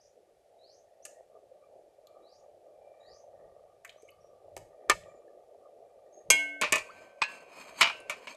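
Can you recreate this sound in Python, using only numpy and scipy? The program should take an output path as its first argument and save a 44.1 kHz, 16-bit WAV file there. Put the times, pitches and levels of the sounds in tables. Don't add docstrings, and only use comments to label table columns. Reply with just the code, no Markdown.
import sys
import numpy as np
from scipy import signal
from scipy.fft import rfft, irfft
from scipy.io import wavfile

SR = 44100
rng = np.random.default_rng(int(sys.argv[2]) if len(sys.argv) > 2 else 0)


def generate_wav(sig):
    pcm = np.round(np.clip(np.atleast_2d(sig).T, -1, 1) * 32767).astype(np.int16)
    wavfile.write(sys.argv[1], SR, pcm)


def gain_from_db(level_db):
    decades = np.asarray(level_db, float) / 20
    return 10 ** decades


N = 368676

# [f/Hz, density/dB]
AIR = [(15, -56), (25, -30.5), (86, -25), (254, -27.5), (366, -26.5), (573, -11), (766, -10.5), (971, -28),
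       (1440, -27), (12200, -34.5), (13500, -56)]
AIR_DB = -78.5
# [f/Hz, density/dB]
RUMBLE_SPECTRUM = [(15, -39), (25, -6), (64, -5), (102, 0), (150, -8.5), (172, -4), (220, -13),
                   (290, -45.5), (480, -120)]
# [t/s, level/dB, 20 dB rise/s, 20 dB fall/s]
PUFFS = [
    (3.14, -77.5, 0.1, 0.087),
    (3.44, -78, 0.2, 0.56),
    (4.2, -83.5, .5, 0.43),
    (4.57, -73, 0.13, 0.25),
    (4.94, -64, .07, 0.19),
    (6.31, -67, 0.06, .2),
    (6.72, -73.5, 0.2, 0.38),
    (7.85, -79, 0.3, 0.72),
]
CALM_DB = -95

# [t/s, length/s, level/dB]
RISERS = [
    (0.584, 0.17, -63),
    (2.222, .14, -64),
    (3.001, 0.17, -61),
]
RISER_FROM_HZ, RISER_TO_HZ, RISER_BEND = 3800, 6850, 1.7
# [t/s, length/s, f/Hz, level/dB]
HELD = [
    (.03, 0.034, 6900, -74),
    (.75, .063, 6800, -83),
    (2.33, 0.06, 6900, -78),
    (2.995, .13, 7020, -77),
    (5.062, .15, 7130, -78),
]
SAG_HZ_PER_S = 500
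# [t/s, length/s, first f/Hz, last f/Hz, level/dB]
CHIPS = [
    (0.0, .02, 4540, 6500, -58.5),
    (1.025, 0.023, 5670, 7160, -54.5),
    (3.97, .045, 5850, 6600, -63),
    (4.205, 0.019, 5900, 5380, -63.5),
    (6.127, .019, 6380, 6600, -52.5),
    (6.856, 0.019, 4320, 4750, -58),
]
# [t/s, length/s, first f/Hz, last f/Hz, level/dB, bend]
DRIP = [
    (6.89, .022, 1000, 1450, -46, 1.1),
]
YARD_T60_S, TREES_T60_S = 0.36, 0.24

# [t/s, level/dB]
SIMMER = [(0.0, -64.5), (0.32, -66), (0.63, -62), (1.16, -59), (2.19, -59.5), (2.65, -57.5), (3.51, -55.5),
          (3.68, -59.5), (4.12, -60), (4.9, -55), (5.68, -57), (7.0, -55.5), (8.36, -56)]
# [f/Hz, density/dB]
BUBBLING = [(130, -61), (220, -19), (292, -22), (409, -8.5), (592, 2.5), (705, -1.5), (911, -18),
            (994, -28.5), (1100, -24), (1430, -53), (2420, -120)]
# [t/s, peak level/dB, f/Hz]
POPS = [(1.207, -42, 618), (1.516, -42.5, 516), (1.989, -46, 604), (2.461, -44, 600), (3.341, -48, 574),
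        (3.96, -41.5, 592), (4.03, -44, 444), (4.244, -43.5, 606), (4.451, -45.5, 550), (4.481, -43, 630),
        (5.059, -42, 547), (5.084, -40.5, 570), (5.547, -46, 686), (5.69, -43, 545)]
# [f/Hz, width/Hz]
WALL = [
    (1190, 55),
    (1860, 80),
    (2360, 29),
]
# [t/s, peak level/dB, 20 dB fade/s]
RUBS = [
    [(.28, -77, .08), (1.38, -73, 0.14), (1.65, -76, 0.2), (2.17, -64.5, 0.18), (2.4, -77, 0.15),
     (2.69, -73, .1), (3.1, -75, .5), (3.57, -70.5, 0.65), (4.0, -72, 0.3), (4.25, -71, 0.4),
     (4.75, -72.5, 0.3), (5.1, -66, .5), (5.66, -69, 0.07), (6.05, -78.5, 1)],
    [(.93, -85.5, 0.6), (1.15, -78, 0.23), (3.02, -71.5, 0.2), (3.42, -73, 0.18), (4.84, -76, 0.37),
     (5.0, -66, 0.26), (5.29, -82, 0), (6.2, -83, 0.6)],
    [(1.65, -83, 0.1), (2.12, -85, 0.7), (2.92, -76, .3), (4.084, -73, 0.07), (5.0, -73, 0.3),
     (5.98, -83, 0.5)],
]
RUB_REST_DB = -97
# [t/s, peak level/dB, centre f/Hz, spread/octaves, crack level/dB]
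TICKS = [(1.054, -53, 1700, .5, -80), (2.069, -51, 3780, 0.31, -54.5), (2.070, -56, 12300, .12, -83),
         (3.848, -47.5, 12400, .1, -82), (4.566, -48, 12900, .07, -80), (3.847, -37.5, 1760, 0.59, -45.5),
         (3.876, -58, 4200, 0.4, -58), (3.893, -40, 3000, 0.5, -55), (3.925, -58, 3630, 0.54, -64),
         (4.021, -66, 2190, 0.25, -52), (3.848, -52, 7100, .12, -80), (3.859, -52, 2200, .1, -80),
         (3.899, -57, 7200, .2, -65), (4.113, -62, 4500, .08, -85), (4.566, -46, 9800, .3, -80),
         (4.897, -30, 7800, .12, -70), (4.898, -36, 11000, .25, -70), (4.9145, -40, 7000, .3, -60),
         (4.079, -54, 2180, 0.078, -63), (4.089, -50, 2730, 0.16, -60), (4.104, -56, 11900, .12, -78),
         (5.008, -52.5, 3020, 0.59, -60), (5.035, -54, 2770, 0.46, -61), (5.275, -63, 1700, 0.078, -82),
         (8.002, -49, 9600, 0.2, -51), (8.346, -56, 3730, 0.11, -52)]
TICK_RING_S, TICK_CYCLES = 0.016, 73

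# [t/s, level/dB, 20 dB rise/s, 20 dB fall/s]
DRAG = [(7.01, -57.5, 0.4, 0.24), (7.31, -52, 0.1, 0.3), (7.35, -52.5, .2, .07), (7.47, -62.5, .07, .5),
        (7.61, -51.5, .3, .4), (7.69, -50.5, 0.3, 0.08), (7.809, -43, 0.1, 0.0091), (7.98, -56, .3, 0.11),
        (8.17, -56, 0.2, .15), (8.26, -56, 0.2, 0.028), (8.31, -50, 0.1, 0.084)]
# [f/Hz, density/dB]
DRAG_TONE = [(88, -47), (150, -7.5), (254, -0.5), (564, -15), (870, 0.5), (983, 6.5), (1420, -5),
             (2070, -7), (2430, 3), (3800, -37), (4940, -54), (8360, -120)]
# [f/Hz, density/dB]
DRAG_GRIT = [(2060, -26), (3200, -6), (3830, -12), (4460, 0), (5000, -2), (5850, -23), (6300, 2),
             (6630, -6.5), (7090, -0.5), (7980, -2), (10500, -10.5), (12500, -6), (13500, -25)]
# [f/Hz, width/Hz, level/dB]
GRIT_TONES = [(3250, 83, -0.5), (3820, 20, -16), (4100, 30, -13), (4300, 18, -7), (4360, 38, -8),
              (4560, 51, -2), (5150, 100, -4), (5610, 110, -20), (6500, 81, 0.5), (6760, 25, -8),
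              (7680, 35, -4), (8240, 38, -6), (8870, 62, -15), (9300, 42, -12), (9700, 31, -21),
              (9900, 81, -18), (10700, 86, -19), (11300, 43, -29), (12300, 140, -25)]
GRIT_DB, GRIT_FOLLOWS = -59, 1.45

# [t/s, peak level/dB]
JOLTS = [
    (6.615, -52),
    (6.724, -49),
    (6.90, -58),
    (7.219, -55),
    (7.812, -58),
]
# [f/Hz, level/dB, t60/s]
BOWL_HUM = [(950, -8, .7), (1547, 0, 1.2), (2178, -7, .6), (2494, -6, .5), (2690, -8, .6), (2943, -12, .4),
            (4046, -18, .3)]

# [f/Hz, density/dB]
CRACK = [(2710, -36), (4600, -11), (4980, -9.5), (5460, -13), (6540, 0), (6910, -3), (7940, -3),
         (10400, -12.5), (12200, -14), (13300, -23.5), (13900, -51.5)]
# [t/s, body level/dB, knock level/dB, crack level/dB, rattle/s]
POT_KNOCKS = [
    (1.0511, -42, -61, -37.5, 0.049),
    (1.0634, -51, -67, -49.5, 0.018),
    (4.565, -36, -43.5, -36.5, 0.042),
    (4.5752, -45, -51, -46.5, 0.039),
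]
LADLE_TAPS = [
    (4.8915, -41, -46, -70, 0.018),
    (4.8966, -7.5, -14.5, -16, 0.08),
    (4.914, -18, -31.5, -31, 0.03),
]
BOWL_HITS = [
    (6.3017, -5, -22, -10, 0.069),
    (6.3299, -21.5, -35.5, -32, 0.12),
]
DISH_HITS = [(6.6126, -21.5, -38, -25, 0.06), (6.6178, -17.5, -35, -27.5, 0.14),
             (6.6338, -18.5, -17, -37, 0.026), (6.640, -20, -24, -44, 0.21),
             (6.7221, -15.5, -32, -19, 0.033), (6.7245, -13.5, -28, -17, 0.026),
             (6.730, -12.5, -26, -27, 0.044), (6.737, -19, -27, -28.5, 0.11),
             (6.7565, -19, -28, -26, 0.045), (6.767, -23.5, -28, -39, 0.072),
             (6.7805, -26, -34.5, -37, 0.14), (8.096, -24, -29, -32.5, 0.15),
             (8.2709, -32, -41.5, -46, 0.13)]
LID_HITS = [
    (7.803, -38, -34, -60, 0.027),
    (7.8075, -23, -23, -32, 0.026),
    (7.8105, -7.5, -12.5, -17.5, 0.06),
    (7.8163, -6.5, -25, -21, 0.068),
    (7.8274, -10, -27, -26.5, 0.075),
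    (7.8414, -17, -25, -41, 0.082),
    (7.8539, -19, -25, -44, 0.1),
    (7.8716, -21.5, -28, -43, 0.13),
    (7.8974, -30, -30, -56, 0.056),
]
CUP_HITS = [
    (7.2125, -47, -41, -70, .03),
    (7.2172, -14, -18.5, -36, 0.038),
    (7.2213, -14, -28.5, -33.5, 0.072),
    (7.236, -22.5, -44, -42, .09),
]
# [f/Hz, level/dB, t60/s]
LADLE = [(947, -23, 0.13), (1222, -1, 0.062), (1766, 1, 0.068), (2010, -7, .05), (2304, -2, 0.055),
         (2460, -7, .05), (2665, -27, 0.11), (3031, -25, 0.097), (5093, -30, 0.069), (6132, -12, 0.059),
         (7779, -42, 0.13)]
# [f/Hz, level/dB, t60/s]
BOWL = [(290, -36, 2.4), (668, -32, 1.6), (829, -31, .36), (953, -27, .33), (1545, -24, 1.1),
        (1552.5, -18, .45), (1760, -37, .5), (1900, -38, .5), (2180, -4, .48), (2390, -8, .14),
        (2560, -33, .4), (2767, -15, .32), (2781, -21, .25), (2939, -20, .38), (2951, -24, .36),
        (3241, -10, .16), (3252, -38, .6), (3365, -20, .19), (3374, -39, .6), (4043, -26, .22),
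        (4447, -31, .26), (4888, -26, .18), (5130, -18, .076), (6342, -13, .1), (6476, -21, .13),
        (7020, -29, .15), (7763, -15, .08), (8899, -18, .07)]
# [f/Hz, level/dB, t60/s]
DISH = [(608, -6, .17), (1082, -5, .15), (1200, -8, .1), (1545, -22, .5), (1771, -4, .14), (1938, -5, .15),
        (2309, 0, .18), (2385, -3, .22), (2509, 0, .23), (2620, -5, .15), (2686, -19, .45),
        (2794, -10, .18), (4640, -16, .18), (5329, -22, .2), (5674, -20, .14), (6164, -16, .11),
        (7025, -14, .12), (8877, -19, .1)]
# [f/Hz, level/dB, t60/s]
LID = [(678, -18, 0.26), (1147, -24, 0.42), (1545, -23, 0.6), (2175, -29, 0.71), (2358, 0, 0.1),
       (2422, -13, 0.25), (2492, -3, 0.2), (2686, -25, 0.72), (2789, -18, 0.4), (2939, -13, 0.28),
       (3214, -17, 0.24), (3391, -28, 0.22), (3682, -31, 0.23), (3817, -23, 0.19), (4043, -17, 0.22),
       (4409, -17, 0.13), (4829, -19, 0.13), (5125, -25, 0.2), (6643, -20, 0.18), (7833, -42, 0.28)]
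# [f/Hz, level/dB, t60/s]
CUP = [(1200, -29, 0.15), (1680, -17, 0.16), (1895, -23, 0.15), (2500, -11, 0.13), (2519, 0.5, 0.054),
       (2740, -16, 0.21), (3300, -31, 0.1), (3811, -23, 0.09), (4100, -13, 0.11), (4231, -11, 0.067),
       (4500, -16, 0.078), (5685, -37, 0.14), (6261, -28, 0.14), (7860, -30, 0.088),
       (1545, -28.5, 0.49), (2690, -24, 0.39), (7900, -14, .05), (6500, -15, 0.068)]


def rms_one(x):
    return x / np.sqrt(np.mean(x ** 2) + 1e-20)


def peak_one(x):
    return x / np.max(np.abs(x))


def drift(rate):
    r = np.exp(-80 * np.pi * rate / SR)
    slow = signal.lfilter([1], [1, -2 * r, r * r], rng.standard_normal(N // 40 + 2002))[2000:]
    return np.interp(np.arange(N) / 40, np.arange(len(slow)), rms_one(slow))


def swells(rows, rest_db):
    t = np.arange(0, N + 64, 64) / SR
    levels = [np.full(len(t), rest_db)]
    for s, peak_db, *sides in rows:
        distance = np.where(t < s, (s - t) / sides[0], (t - s) / sides[-1])
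        levels.append(peak_db - 20 * distance)
    return np.interp(np.arange(N) / SR, t, np.max(levels, axis=0))


def coloured(x, spectrum):
    hz, level_db = np.transpose(spectrum)
    bins = np.maximum(np.arange(len(x) // 2 + 1) * SR / len(x), 1)
    weight = gain_from_db(np.interp(np.log(bins), np.log(hz), level_db, left=-90, right=-90))
    return rms_one(irfft(rfft(x) * weight, len(x)))


def band(x, low_hz, high_hz):
    sos = signal.butter(2, [low_hz, min(high_hz, .45 * SR)], "band", fs=SR, output="sos")
    return signal.sosfilt(sos, x)


def ring(clicks, hz, t60):
    r, w = gain_from_db(-60 / (t60 * SR)), 2 * np.pi * hz / SR
    return signal.lfilter([0, np.sin(w)], [1, -2 * r * np.cos(w), r * r], clicks + 1e-18)


def grains(size, per_s, spread_db):
    strength = gain_from_db(spread_db * np.minimum(rng.exponential(1, size), 5))
    sign = rng.choice([-1, 1], size)
    return strength * sign * (rng.random(size) < per_s / SR)


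def contact(length, rattle):
    t = np.arange(int(length * SR)) / SR
    force = grains(len(t), 1500, spread_db=3.0) + .6 * rng.standard_normal(len(t))
    shape = gain_from_db(-60 * t / max(rattle, .004)) + 2.4 * np.exp(-t / 0.001)
    return force * shape * np.minimum(t / 0.0013, 1) ** 2


def crack(force):
    colour = coloured(signal.unit_impulse(256, 128), CRACK)
    return peak_one(np.convolve(force, colour)[128:128 + len(force)])


def echoes(x, t60, cut_hz, hold):
    t = np.arange(int(.8 * SR)) / SR
    shape = gain_from_db(-60 * np.maximum(t - hold, 0) / t60) * np.minimum(t / 0.0027, 1)
    tail = band(rng.standard_normal(len(t)), 230, cut_hz) * shape
    return signal.fftconvolve(x, tail / np.sqrt(np.sum(tail ** 2)))[:N]


def open_air():
    return gain_from_db(AIR_DB + 4.5) * coloured(rng.standard_normal(N), AIR)


def breeze():
    rumble = coloured(rng.standard_normal(N), RUMBLE_SPECTRUM) * gain_from_db(2 * drift(5))
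    return gain_from_db(swells(PUFFS, CALM_DB) + 11.0) * rms_one(rumble)


def bird_notes():
    risers = [(s, length, RISER_FROM_HZ, RISER_TO_HZ, db, RISER_BEND) for s, length, db in RISERS]
    held = [(s, length, hz, hz - SAG_HZ_PER_S * length, db, 1) for s, length, hz, db in HELD]
    return risers + held + [(*chip, 1) for chip in CHIPS]


def glides(notes, waver_db):
    out, waver = np.zeros(N), gain_from_db(waver_db * drift(40))
    for s, length, first_hz, last_hz, level_db, bend in notes:
        u = np.linspace(0, 1, int(length * SR))
        phase = 2 * np.pi * np.cumsum(first_hz + (last_hz - first_hz) * u ** bend) / SR
        out[round(s * SR):][:len(u)] += gain_from_db(level_db) * np.sin(phase) * np.sin(np.pi * u) ** 0.21
    return out * waver


def simmer():
    collapses = grains(N, 500 * gain_from_db(4 * drift(8.3)), spread_db=1.5)
    pitches, dealt = np.geomspace(330, 950, 16), rng.integers(0, 16, N)
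    large_db, small_db = 5 * drift(3.4), 5 * drift(4.1)
    lean = np.abs(np.linspace(-1, 1, 16))
    rings = np.zeros(N)
    for k, hz in enumerate(pitches):
        share_db = lean[k] * (large_db if k < 8 else small_db)
        rings += ring(collapses * (dealt == k) * gain_from_db(share_db), hz, 12.0 / hz)
    water = rms_one(rings) + 0.69 * rms_one(band(rng.standard_normal(N), 180, 1300))
    s, level_db = np.transpose(SIMMER)
    water = gain_from_db(np.interp(np.arange(N) / SR, s, level_db)) * coloured(water, BUBBLING)
    for s, peak_db, hz in POPS:
        burst = ring(band(signal.unit_impulse(SR // 4), hz / 1.4, hz * 1.4), hz, 18.0 / hz)
        water[round(s * SR):][:SR // 4] += gain_from_db(peak_db - 3.0) * peak_one(burst)
    return water


def stirring():
    rub, out = grains(N, 1400, spread_db=4.5), np.zeros(N)
    for (hz, width_hz), strokes in zip(WALL, RUBS):
        t60 = 2.2 / width_hz / 2
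        tone = ring(ring(rub, hz, t60), hz, t60)
        out += gain_from_db(swells(strokes, RUB_REST_DB) - 1.5 + 3 * drift(12)) * rms_one(tone)
    return out


def ticks():
    out = np.zeros(N + SR)
    for s, peak_db, hz, octaves, crack_db in TICKS:
        force = contact(.15, TICK_RING_S + TICK_CYCLES / hz)
        ratio = 2 ** max(octaves, .03)
        patch = band(band(force, hz / ratio, hz * ratio), hz / ratio, hz * ratio)
        sound = gain_from_db(peak_db) * peak_one(patch) + gain_from_db(crack_db + 0.5) * crack(force)
        out[round(s * SR):][:len(force)] += sound
    return out[:N]


def dragging():
    drag_db = swells(DRAG, rest_db=-90)
    grit_db = GRIT_DB + GRIT_FOLLOWS * (drag_db + 53)
    start = round(6.8 * SR)
    grit = grains(N - start, 3000 * gain_from_db(2.8 * drift(25)[start:]), spread_db=2.0)
    body = sum(gain_from_db(db) * ring(grit, hz, t60 * 3.8) for hz, db, t60 in LID)
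    tone = coloured(grit, DRAG_TONE) + 0.54 * rms_one(body)
    high = 1.3 * coloured(grit, DRAG_GRIT)
    for hz, width_hz, level_db in GRIT_TONES:
        wander_db = level_db * 0.91 - 5 + 3.6 * drift(8.3)[start:]
        high += gain_from_db(wander_db) * rms_one(ring(grit, hz, 2.2 / max(width_hz, 15)))
    drag = gain_from_db(drag_db[start:] - 1.5) * tone + gain_from_db(grit_db[start:]) * rms_one(high)
    return np.r_[np.zeros(start), drag]


def humming():
    start = round(6.6 * SR)
    out, chance = np.zeros(N), rng.normal(0, 2.0, (len(JOLTS), len(BOWL_HUM)))
    s, peak_db = np.transpose(JOLTS)
    for (hz, level_db, t60), vary_db in zip(BOWL_HUM, chance.T):
        clicks = np.zeros(N - start)
        clicks[(s * SR).astype(int) - start] = gain_from_db(peak_db + level_db + vary_db)
        out[start:] += ring(clicks, hz, t60)
    return out


def blows(hits, modes, ring_db, noise_db, damping, split_hz, twin, size, thud_db, touch_s, crack_s):
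    out = np.zeros(N + SR)
    for s, body_db, knock_db, crack_db, rattle in hits:
        force = contact(size, rattle)
        samples = np.arange(len(force))
        noise = band(force, 2100, 2860) + .5 * band(force, 1100, 4400)
        thud = band(band(force, 260, 1100), 260, 1100)
        knock = band(band(force, 780, 1700), 780, 1700)
        sound = gain_from_db(body_db + noise_db) * peak_one(noise)
        sound += gain_from_db(knock_db + thud_db) * peak_one(thud)
        sound += gain_from_db(knock_db + 1) * peak_one(knock)
        sound += gain_from_db(crack_db + 6) * crack(force * np.exp(-samples / (crack_s * SR)))
        touch = force * np.exp(-samples / (touch_s * SR))
        body = 1e-9
        for hz, level_db, t60 in modes:
            pair = ring(touch, hz, t60 / damping) + twin * ring(touch, hz + split_hz, t60 / damping)
            reach_db = min(crack_db - body_db + 8, 0) * .55 * (hz > 4000)
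            body = body + gain_from_db(level_db + reach_db) * peak_one(pair)
        sound += gain_from_db(body_db + ring_db) * peak_one(body)
        hand = np.minimum(np.linspace(6, 0, len(force)), 1)
        out[round(s * SR):][:len(force)] += sound * hand
    return band(out[:N], 170, 19000)


def scene():
    drip = glides(DRIP, waver_db=0)
    birds = glides(bird_notes(), waver_db=3)
    light = ticks() + blows(POT_KNOCKS, LADLE, ring_db=-1.5, noise_db=2.0, damping=2.4, split_hz=21,
                            twin=0.26, size=.2, thud_db=12.5, touch_s=.03, crack_s=.04)
    pot = blows(LADLE_TAPS, LADLE, ring_db=1.0, noise_db=-6.0, damping=1.1, split_hz=30,
                twin=.4, size=.2, thud_db=-8, touch_s=.011, crack_s=0.0072)
    dishes = blows(BOWL_HITS, BOWL, ring_db=-4.2, noise_db=-6, damping=0.8, split_hz=9,
                   twin=0.12, size=.38, thud_db=0.5, touch_s=0.0022, crack_s=.045)
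    dishes += blows(DISH_HITS, DISH, ring_db=0, noise_db=-2.5, damping=1.15, split_hz=35.3,
                    twin=1.0, size=.35, thud_db=-16.0, touch_s=.015, crack_s=0.028)
    dishes += blows(LID_HITS, LID, ring_db=-3.5, noise_db=-2, damping=1.12, split_hz=35.6,
                    twin=0.3, size=.45, thud_db=-42, touch_s=0.011, crack_s=.025)
    dishes += blows(CUP_HITS, CUP, ring_db=-3, noise_db=-5, damping=0.73, split_hz=64,
                    twin=0.38, size=.4, thud_db=-26, touch_s=0.0026, crack_s=.02)
    wet = gain_from_db(-13) * light + gain_from_db(-25) * band(pot, 2300, 14000) + gain_from_db(-21.5) * dishes
    near = band(light + pot, 340, 19000) + dishes + drip
    near += echoes(wet, YARD_T60_S, cut_hz=12000, hold=0.023)
    far = 0.36 * birds + gain_from_db(-3) * echoes(birds, TREES_T60_S, cut_hz=25000, hold=0.055)
    background = open_air() + breeze() + far
    return (background + simmer() + stirring() + dragging() + humming() + near)[None]


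def roll_off(x):
    return signal.sosfilt(signal.butter(12, 14260, fs=SR, output="sos"), x)


def record(dry):
    rounded = .7 * np.tanh(dry / .7)
    low_pass = signal.cheby2(16, 50, 13900, fs=SR, output="sos")
    return roll_off(signal.sosfilt(low_pass, rounded))


dry = scene()
out = record(dry)
generate_wav(out)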